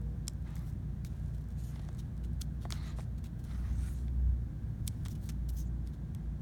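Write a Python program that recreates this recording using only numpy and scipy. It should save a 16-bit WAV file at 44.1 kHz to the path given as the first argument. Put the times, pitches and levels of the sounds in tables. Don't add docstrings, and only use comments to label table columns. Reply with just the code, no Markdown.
import sys
import numpy as np
from scipy import signal
from scipy.fft import rfft, irfft, next_fast_len
from scipy.io import wavfile
from scipy.ndimage import map_coordinates

SR = 44100
rng = np.random.default_rng(int(sys.argv[2]) if len(sys.argv) > 2 else 0)


def to_wav(s):
    ch = np.atleast_2d(s).T
    pcm = np.round(np.clip(ch, -1, 1) * 32767)
    wavfile.write(sys.argv[1], SR, pcm.astype(np.int16))


N = 282769
TIME = np.arange(N) / SR
CUTOFF_HZ = 17700

# t/s, level/dB (rms over 5 ms), build-up/ms (0.05 or more is used), brightest f/Hz,
# width of the bright range/octaves, page body against film/dB, page body f/Hz
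SNAPS = [(.0145, -69, .1, 9500, 1, -10, 1600), (0.2723, -57, .6, 6000, 1, -10, 1600),
         (0.2816, -32.5, 0.54, 6500, 0.81, -5.5, 1400), (.297, -63, .5, 7000, 1.3, -10, 1600),
         (.335, -68, .3, 9000, 1, -10, 1600), (0.556, -56, .3, 9520, 1.5, -9, 1600),
         (.567, -57, .5, 5000, 0.99, 13, 1800), (.593, -65, .1, 12500, 1, -10, 1600),
         (1.0482, -53, 0.09, 6000, 4.2, 10, 2300), (1.049, -52, .4, 4470, 1.2, 4, 2200),
         (1.505, -70, .3, 5500, 0.92, -2, 1800), (1.7586, -61, 0.26, 4480, 0.6, -2, 1600),
         (1.7945, -63, .17, 4470, 0.54, -4, 1600), (1.824, -70, .3, 5000, 1.3, 3, 1500),
         (1.851, -67, .2, 5500, 1.3, 2, 1600), (1.888, -59.5, .1, 4600, 1.2, 0, 1600),
         (1.93, -68, .2, 8000, 1, -5, 1600), (1.949, -62.5, .4, 7500, 0.93, 8, 1600),
         (2.178, -66.5, .46, 7000, 1.4, -5, 1600), (2.333, -68, .5, 8000, 0.9, -5, 1600),
         (2.4149, -46, .76, 10100, 1.2, -16, 2000), (2.419, -39.5, 2.3, 5400, 1.2, -10, 2200),
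         (2.7051, -42.5, 0.061, 5770, 1.72, 12.5, 1400), (2.7233, -36.5, 0.031, 4630, 0.84, 1, 1570),
         (2.78, -69, .1, 11000, 1, -10, 1600), (2.868, -67, .1, 11500, 1, -10, 1600),
         (3.006, -56.5, 0.56, 5500, 1.1, 14, 1600), (3.242, -58.5, 0.27, 5240, 2, 8, 1800),
         (3.44, -66, .5, 8500, 1.14, -6, 1600), (4.0818, -60, 0.092, 3500, 0.6, 8, 1890),
         (4.8765, -49, 1.9, 9000, 1.1, -9, 2180), (4.8790, -34, 0.89, 8500, 1.15, -2, 2400),
         (4.886, -51.5, .2, 7900, 0.98, -7, 2000), (5.035, -71, 0.11, 12400, 1, -10, 1600),
         (5.048, -65, .1, 13000, 1, -10, 1600), (5.0529, -51.5, .1, 5230, 1.1, 3, 1600),
         (5.0605, -54, 0.18, 3800, 0.99, 22, 1500), (5.065, -64, 0.26, 4500, 1, 5, 1600),
         (5.084, -51, .12, 9000, 2.5, 8, 1400), (5.2905, -48.5, 0.11, 5896, 0.76, 1.5, 1500),
         (5.296, -53, .3, 5560, 2.5, 5, 1400), (5.302, -56, 0.24, 6000, 1.6, 4, 1600),
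         (5.322, -66, .2, 8500, 1.3, -6, 1600), (5.488, -62, .4, 8500, 1.5, -3, 2200),
         (5.493, -55, .8, 4370, 1.2, -7, 2200), (5.874, -58.5, 0.4, 6000, 1.1, 5, 1800),
         (6.1489, -54, 0.13, 5510, 2.1, 12, 2100)]
# t/s, level/dB (rms over 5 ms), strongest f/Hz
KNOCKS = [(1.7597, -54.5, 800), (1.7943, -53, 750), (1.888, -50, 900), (2.652, -40.5, 750),
          (2.725, -50.5, 600), (2.9852, -47, 700), (2.993, -47, 550), (2.9976, -58, 650),
          (5.0590, -55, 800)]
# start t/s, length/s, drag level/dB and film hiss level/dB (each before its trim in slides()),
# gain from start to end/dB
SLIDES = [(0.459, 0.24, -68.5, -72.5, -7), (1.084, 0.21, -76, -71.5, -3), (1.263, 0.23, -91, -80, -6),
          (1.58, 0.14, -93, -62, -2), (1.729, 0.4, -72, -72, -12), (2.722, 0.19, -60.5, -66.5, 13),
          (2.966, 0.077, -70, -60, -4), (3.448, 0.11, -64.5, -66.5, 2.5), (3.572, 0.19, -65.5, -68, 3),
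          (3.782, 0.095, -63.5, -63, 7), (3.868, 0.18, -78, -63.5, -1), (4.876, 0.36, -82, -73.5, -7)]


def from_db(db):
    return 10 ** (np.asarray(db) / 20)


def rms_one(x):
    return x / np.sqrt(np.mean(x ** 2) + 1e-20)


def in_time(rows):
    s, *columns = np.transpose(rows)
    return [np.interp(TIME, s, column) for column in columns]


def drift(rate):
    knots = rng.standard_normal(int(TIME[-1] * rate) + 2)
    return rms_one(np.interp(TIME * rate, np.arange(len(knots)), knots))


def tone(hz, wander=0):
    return np.sqrt(2) * np.sin(2 * np.pi * (hz * TIME + rng.random()) + wander)


def bell_db(hz, centre_hz, slope_db):
    return -slope_db * np.log2(hz / centre_hz) ** 2


def coloured(x, spectrum):
    hz, db = np.transpose(spectrum)
    size = next_fast_len(len(x))
    bins = np.maximum(np.fft.rfftfreq(size, 1 / SR), 1)
    below = np.minimum(bins / hz[0], 1) ** 2
    gain = from_db(np.interp(np.log(bins), np.log(hz), db))
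    return rms_one(irfft(rfft(x, size) * below * gain, size)[:len(x)])


def friction(length, per_s, spread_db, smooth):
    sizes = from_db(spread_db * np.minimum(rng.exponential(1, length), 4))
    sizes = sizes * rng.choice([-1, 1], length)
    slips = sizes * (rng.random(length) < per_s / SR)
    return rms_one(rms_one(slips) + smooth * rng.standard_normal(length))


def ring(force, hz, t60):
    r = from_db(-60 / (t60 * SR))
    w = 2 * np.pi * min(hz, .45 * SR) / SR
    return signal.lfilter([.5, 0, -.5], [1, -2 * r * np.cos(w), r * r], force + 1e-18)


def at_level(hit, db):
    return from_db(db) * hit / np.sqrt(np.sum(hit ** 2) / (.005 * SR))


def stroke(t, length_s, attack, release):
    onset = 1 + np.tanh(t / (attack * length_s))
    letting_go = 1 - np.tanh((t - length_s) / (release * length_s))
    return onset * letting_go / 4


def flexing(x, depth_db, rate, per_octave=11):
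    hz, s, frames = signal.stft(x, SR, nperseg=512)
    band, moment = np.meshgrid(per_octave * np.log2(1 + hz / 500), rate * s, indexing="ij")
    knots = rng.standard_normal((int(band.max()) + 2, int(moment.max()) + 2))
    patches = rms_one(map_coordinates(knots, [band, moment], order=1))
    return rms_one(signal.istft(frames * from_db(depth_db * patches), SR)[1][:N])


def add(out, s, sound):
    start = max(round(s * SR), 0)
    out[start:start + len(sound)] += sound[:max(N - start, 0)]


def motor(shaft_hz=29.26, waver_db=1.02, wander=0.26):
    # multiple of the shaft rate, level/dB
    shaft_lines = [(1, -72.5), (3, -51), (4, -51), (5, -49.5)]
    # f/Hz, level/dB
    room_tones = [(120, -53), (153, -56.5), (212, -63.5), (229, -62), (307, -75), (343, -70.5), (473, -77)]
    lines = [(multiple * shaft_hz, db) for multiple, db in shaft_lines] + list(room_tones)
    out = np.zeros(N)
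    for hz, db in lines:
        out += from_db(db + waver_db * drift(6)) * tone(hz, wander * drift(2.5))
    return out


def deep_hum(waver_db=1.5, wander=0.18):
    # t/s, level/dB, f/Hz
    hum_path = [(0, -41.5, 59.5), (1.5, -44, 58.7), (2.9, -41.5, 60), (3.4, -45, 59.6), (3.72, -35, 61),
                (3.88, -39, 61.86), (4.1, -35, 62.27), (4.29, -27.5, 61.6), (4.55, -44.5, 60.8),
                (4.8, -45.5, 59), (5.2, -46, 57.8), (5.48, -36.5, 58.24), (5.9, -40.5, 59.1),
                (6.12, -49, 58.6), (6.3, -34, 57.5), (6.41, -44.5, 57.85)]
    db, hz = in_time(hum_path)
    phase = 2 * np.pi * np.cumsum(hz) / SR + wander * drift(3.86)
    return np.sqrt(2) * from_db(db + waver_db * drift(8)) * np.sin(phase)


def brief_hum(hz=478, db=-66, end_s=0.25, fade_s=.04, wander=.8):
    fading = (1 - np.tanh((TIME - end_s) / fade_s)) / 2
    phase = 2 * np.pi * hz * TIME + wander * drift(11)
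    return from_db(db) * fading * np.sqrt(2) * np.sin(phase)


def rumble(wander=0.48):
    # t/s, level/dB
    noise_level = [(0, -46.5), (.9, -43.5), (1.45, -47), (2.2, -44), (3.3, -44.5), (3.8, -44.5), (5, -44),
                   (6.41, -44.5)]
    # f/Hz, relative level/dB
    noise_colour = [(20, -12), (35, -16), (50, 0.5), (90, 1.5), (125, -3.5), (160, 1), (220, -6),
                    (270, -12.5), (330, -15.5), (420, -29), (700, -69.5)]
    # t/s at the top, level/dB at the top, half-width/s, f/Hz
    booms = [(3.72, -41.5, 0.082, 88.1), (4.3, -37, 0.042, 94.3), (4.85, -42, 0.2, 110.4),
             (5.15, -43, 0.0748, 95.2)]
    noise_db, = in_time(noise_level)
    out = from_db(noise_db) * coloured(rng.standard_normal(N), noise_colour)
    for s, db, width_s, hz in booms:
        swell = np.exp(-((TIME - s) / width_s) ** 2 / 2)
        out += from_db(db) * swell * tone(hz, wander * drift(5.2))
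    return out


def handling():
    # t/s, level/dB
    handling_level = [(0, -48), (3.3, -48.5), (3.7, -42.5), (4.3, -48.5), (4.55, -48.5), (5.1, -44.5),
                      (5.6, -49.5), (6.41, -49.5)]
    # f/Hz, relative level/dB
    handling_colour = [(25, -5), (50, 11.5), (105, 10), (150, -10.5), (300, -43.5)]
    handling_db, = in_time(handling_level)
    return from_db(handling_db) * coloured(rng.standard_normal(N), handling_colour)


def room_hiss(db=-64.5):
    # f/Hz, relative level/dB
    air_colour = [(350, -1), (500, -1.5), (760, -2.5), (880, -7.5), (1000, -7), (1200, -10.3),
                  (1480, -10.5), (1600, -6.5), (1720, -10.5), (2000, -15), (2750, -22.5), (3500, -20),
                  (5000, -26), (6000, -25), (9000, -28.5), (10300, -34), (17000, -59)]
    return from_db(db) * coloured(rng.standard_normal(N), air_colour)


def crinkles(per_s=22, reach_s=0.048, db=-72.5, spread_db=2.5):
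    build_ms, bright_hz, octaves, body_db, body_hz = 0.87, 7000, 1.8, 1, 1700
    rows = []
    for start_s, length_s, *_ in SLIDES:
        times = start_s - reach_s + np.cumsum(rng.exponential(1 / per_s, 20))
        sizes, colours = rng.normal(size=20), rng.normal(size=20)
        for s, size, colour in zip(times, sizes, colours):
            if s < start_s + length_s + reach_s:
                rows.append((s, db + spread_db * size, build_ms, bright_hz * 2 ** (0.34 * colour),
                             octaves, body_db, body_hz))
    return rows


def snaps(focus_db=17.0, body_focus_db=9, rattle=0.14, rattle_s=0.0016, stiff_hz=3100,
          body_top_hz=2350, top_share=0.51, bounce=0.16):
    # f/Hz, energy level/dB, t60/s; the three lowest belong to the page body
    sleeve_modes = [(1230, -2, 0.0073), (1500, -6.5, 0.0027), (2220, 5.5, 0.0045), (3410, 9, 0.0049),
                    (4200, 9, 0.0013), (5400, 7, 0.0015), (6210, 6, 0.0027), (7850, 14.5, 0.0015),
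                    (9700, 8.5, 0.0019), (11500, 13.5, 0.0008), (13000, 7, 0.0015), (15700, 12, .0018)]
    out, lead, peel = np.zeros(N), .015, .8
    t = np.arange(-round(lead * SR), 2 * round(lead * SR)) / SR
    small_area = signal.butter(8, stiff_hz, "high", fs=SR, output="sos")
    large_area = signal.butter(8, body_top_hz, fs=SR, output="sos")
    for s, db, build_ms, bright_hz, octaves, body_db, body_hz in list(SNAPS) + crinkles():
        peeling = peel * np.exp(-abs(t) * 1000 / max(build_ms, .05))
        rattling = rattle * np.exp(-abs(t) / rattle_s)
        swell = np.where(t < 0, peeling, rattling)
        release_click = 1.4 * (t == 0)
        force = swell * friction(len(t), per_s=9000, spread_db=3, smooth=.5) + release_click
        force = force + bounce * np.roll(force, round(rng.uniform(.0005, .0012) * SR))
        body, film = np.zeros(len(t)), np.zeros(len(t))
        for hz, mode_db, t60 in sleeve_modes[:3]:
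            level_db = mode_db + body_db + bell_db(hz, body_hz, body_focus_db)
            body += at_level(ring(force, hz, t60), level_db)
        for hz, mode_db, t60 in sleeve_modes[3:]:
            level_db = mode_db + bell_db(hz, bright_hz, focus_db / octaves ** 2)
            film += at_level(ring(force, hz, t60), level_db)
        top_hz = min(bright_hz * 2 ** (top_share * octaves), CUTOFF_HZ)
        softness = signal.butter(2, top_hz, fs=SR, output="sos")
        film = signal.sosfilt(softness, signal.sosfilt(small_area, film))
        add(out, s - lead, at_level(signal.sosfilt(large_area, body) + film, db))
    return out


def scuffs(focus_db=3.5, usual_attack=0.39, release=0.55):
    # start t/s, length/s, level/dB, brightest f/Hz, attack as a share of the length
    scuff_rows = [(.555, 0.037, -60.5, 8440, .16), (.61, .05, -71, 11000, .2),
                  (.655, 0.043, -64.5, 11000, .25), (.685, 0.023, -67, 10000, .3),
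                  (1.050, 0.026, -59, 7500, .1), (1.345, 0.013, -66, 7000, .3),
                  (1.376, .012, -68, 7000, 0.27), (1.413, 0.012, -69, 7500, .3),
                  (1.504, 0.016, -66, 6000, .2), (1.988, 0.018, -55.5, 7440, 0.23),
                  (2.236, 0.019, -59.5, 5770, 0.22), (2.406, 0.026, -57.5, 10000, 0.33),
                  (2.615, 0.035, -60.5, 6400, 0.27), (2.708, 0.026, -53, 8000, 0.12),
                  (2.724, 0.046, -56.5, 5200, 0.087), (2.85, 0.052, -61, 4400, 0.47),
                  (3.180, 0.012, -63.5, 6340, .2), (3.24, 0.031, -59, 6840, .05),
                  (3.391, 0.019, -64.5, 7460, 0.09), (3.44, .015, -61, 9000, 0.12),
                  (3.514, .016, -64, 4500, 0.16), (3.603, 0.012, -71, 8000, .15),
                  (4.864, 0.019, -59, 10000, 0.35), (5.057, 0.012, -50.5, 5000, 0.092),
                  (5.1, 0.027, -56, 9100, 0.6), (5.152, 0.01, -59, 7000, .2),
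                  (5.225, 0.068, -60.5, 10900, 0.29), (5.291, 0.014, -50.5, 5940, 0.095),
                  (5.488, 0.016, -52, 9900, 0.077), (5.52, 0.063, -65, 13990, 0.29),
                  (5.568, 0.048, -54.5, 11500, 0.16), (5.86, 0.035, -68, 7000, .2),
                  (5.932, 0.018, -66.5, 7000, .2)]
    # f/Hz, relative level/dB
    film_colour = [(500, 2), (1400, 14), (2000, 2.5), (2700, 0.5), (3800, 0), (4800, -5), (5900, -5),
                   (7000, -5.5), (8400, -6), (10300, -8.5), (12200, -7), (17000, -8.5)]
    out, lead = np.zeros(N), .12
    t = np.arange(-round(lead * SR), round(lead * SR)) / SR
    grazes = [(s, 0.0046, -55.5, 3580, usual_attack) for s, *_ in KNOCKS]
    peels = []
    for s, db, build_ms, bright_hz, *_ in SNAPS:
        peel_s = 3.9 * max(build_ms, .05) / 1000
        peels.append((s - peel_s, peel_s, db - 12.5, bright_hz, usual_attack))
    for s, length_s, db, bright_hz, attack in list(scuff_rows) + grazes + peels:
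        colour = [(hz, film_db + bell_db(hz, bright_hz, focus_db)) for hz, film_db in film_colour]
        rub = coloured(friction(len(t), per_s=2200, spread_db=3.0, smooth=0.61), colour)
        add(out, s - lead, from_db(db) * stroke(t, length_s, attack, release) * rub)
    return np.std(out) * flexing(out, depth_db=2.0, rate=27)


def slides(attack=0.11, release=0.24, drag_trim_db=2, hiss_trim_db=-4):
    # f/Hz, relative level/dB
    drag_colour = [(350, -8), (700, 7), (1350, 7), (2000, 4.5), (2700, -3.5), (3900, -1.5), (4900, -8),
                   (6000, -8.5), (9000, -33), (16000, -52)]
    # f/Hz, relative level/dB
    hiss_colour = [(2500, -8), (4800, -6.5), (6000, -7), (7000, -5.5), (8800, -4.5), (10300, -9),
                   (12000, -12.5), (17000, -28)]
    drag, hiss = np.zeros(N), np.zeros(N)
    for s, length_s, drag_db, hiss_db, gained_db in SLIDES:
        progress = np.clip((TIME - s) / length_s, 0, 1)
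        effort = stroke(TIME - s, length_s, attack, release) * from_db(gained_db * (progress - .5))
        drag += from_db(drag_db) * effort
        hiss += from_db(hiss_db) * effort
    heavy = friction(N, per_s=900, spread_db=1.0, smooth=0.87) * from_db(2.0 * drift(70))
    light = friction(N, per_s=1500, spread_db=0.0, smooth=0.78) * from_db(1.1 * drift(90))
    heavy = flexing(coloured(heavy, drag_colour), depth_db=2.4, rate=18)
    light = flexing(coloured(light, hiss_colour), depth_db=1.8, rate=12)
    return from_db(drag_trim_db) * drag * heavy + from_db(hiss_trim_db) * hiss * light


def swishes(width_share=0.097, grain_db=0.5, waver_octaves=.04, attack=0.25, release=0.085):
    # start t/s, length/s, level/dB, f/Hz at the start, f/Hz at the end
    swish_rows = [(.468, 0.029, -67, 1910, 1700), (0.471, 0.1, -76.5, 3630, 4200),
                  (1.584, 0.15, -70, 7040, 6600), (1.586, 0.13, -71, 12000, 13000),
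                  (2.727, 0.2, -63.5, 4300, 3900), (2.729, 0.2, -69, 1160, 1250),
                  (2.844, 0.067, -66, 5900, 7000), (3.47, 0.1, -71, 2100, 1890),
                  (3.462, 0.16, -78, 8600, 9600), (3.53, .06, -74, 5500, 6200),
                  (3.62, 0.063, -69, 1930, 1700), (3.681, 0.3, -71, 6000, 7000),
                  (3.765, 0.16, -66, 8300, 9000), (3.804, .07, -71, 1300, 1640),
                  (3.86, 0.088, -66, 9900, 11000), (3.828, 0.11, -71, 15070, 16000),
                  (5.109, 0.018, -60.5, 5600, 5450), (5.488, 0.013, -68, 13000, 13200),
                  (5.518, .05, -70, 14500, 16200), (5.569, 0.058, -60.5, 5670, 6200),
                  (5.65, 0.035, -72.5, 6740, 6950)]
    out, lead = np.zeros(N), .1
    t = np.arange(-round(lead * SR), 4 * round(lead * SR)) / SR
    for s, length_s, db, start_hz, end_hz in swish_rows:
        glide_hz = np.interp(t, [0, length_s], [start_hz, end_hz])
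        hz = glide_hz * 2 ** (waver_octaves * drift(28)[:len(t)])
        turning = np.exp(2j * np.pi * np.cumsum(hz) / SR)
        r = np.exp(-2 * np.pi * width_share * start_hz / SR)
        slips = friction(len(t), per_s=1300, spread_db=grain_db, smooth=0.28)
        rung = np.real(turning * signal.lfilter([1], [1, -2 * r, r * r], slips / turning))
        add(out, s - lead, from_db(db) * stroke(t, length_s, attack, release) * rms_one(rung))
    return out


def knocks(focus_db=2.5, chatter=.025, chatter_s=.005):
    # f/Hz, level/dB, t60/s
    binder_modes = [(330, -4, 0.027), (556.3, 1, 0.013), (700, 3, 0.017), (840, 0, 0.015),
                    (1083, -3, 0.017), (1500, -5, 0.0086), (1790, -13, 0.032), (2000, -9.5, 0.028),
                    (3600, -12, .008), (6000, 1, .003)]
    out, t = np.zeros(N), TIME[:SR // 10]
    for s, db, centre_hz in KNOCKS:
        grains = friction(len(t), per_s=2000, spread_db=2, smooth=.3)
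        force = (t == 0) + chatter * np.exp(-t / chatter_s) * grains
        hit = np.zeros(len(t))
        for k, (hz, mode_db, t60) in enumerate(binder_modes):
            level_db = mode_db + bell_db(hz, centre_hz, focus_db) + rng.normal(0, 0.6)
            hit += (-1) ** k * from_db(level_db) * ring(force, hz, t60)
        add(out, s, at_level(hit, db))
    return out


def room(x, wall_hz=9000, first_s=0.009, t60_s=.18, db=-31):
    t = TIME[:SR // 2]
    tail = rng.standard_normal(len(t)) * from_db(-60 * t / t60_s) * (t > first_s)
    tail = signal.sosfilt(signal.butter(1, wall_hz, fs=SR, output="sos"), tail)
    return from_db(db) * signal.fftconvolve(x, tail / np.sqrt(np.sum(tail ** 2)))[:N]


def scene():
    background = motor() + deep_hum() + brief_hum() + rumble() + handling() + room_hiss()
    binder = snaps() + scuffs() + slides() + swishes() + knocks()
    return (binder + room(binder) + background)[None]


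def record(dry):
    # f/Hz, width/Hz, depth (0 to 1)
    mic_dips = [(4860, 200, 0.3), (7700, 530, 0.38), (10420, 490, 0.37)]
    for hz, width_hz, depth in mic_dips:
        dry = dry - depth * signal.lfilter(*signal.iirpeak(hz, hz / width_hz, fs=SR), dry)
    return signal.sosfilt(signal.ellip(10, .1, 70, CUTOFF_HZ, fs=SR, output="sos"), dry)


dry = scene()
out = record(dry)
to_wav(out)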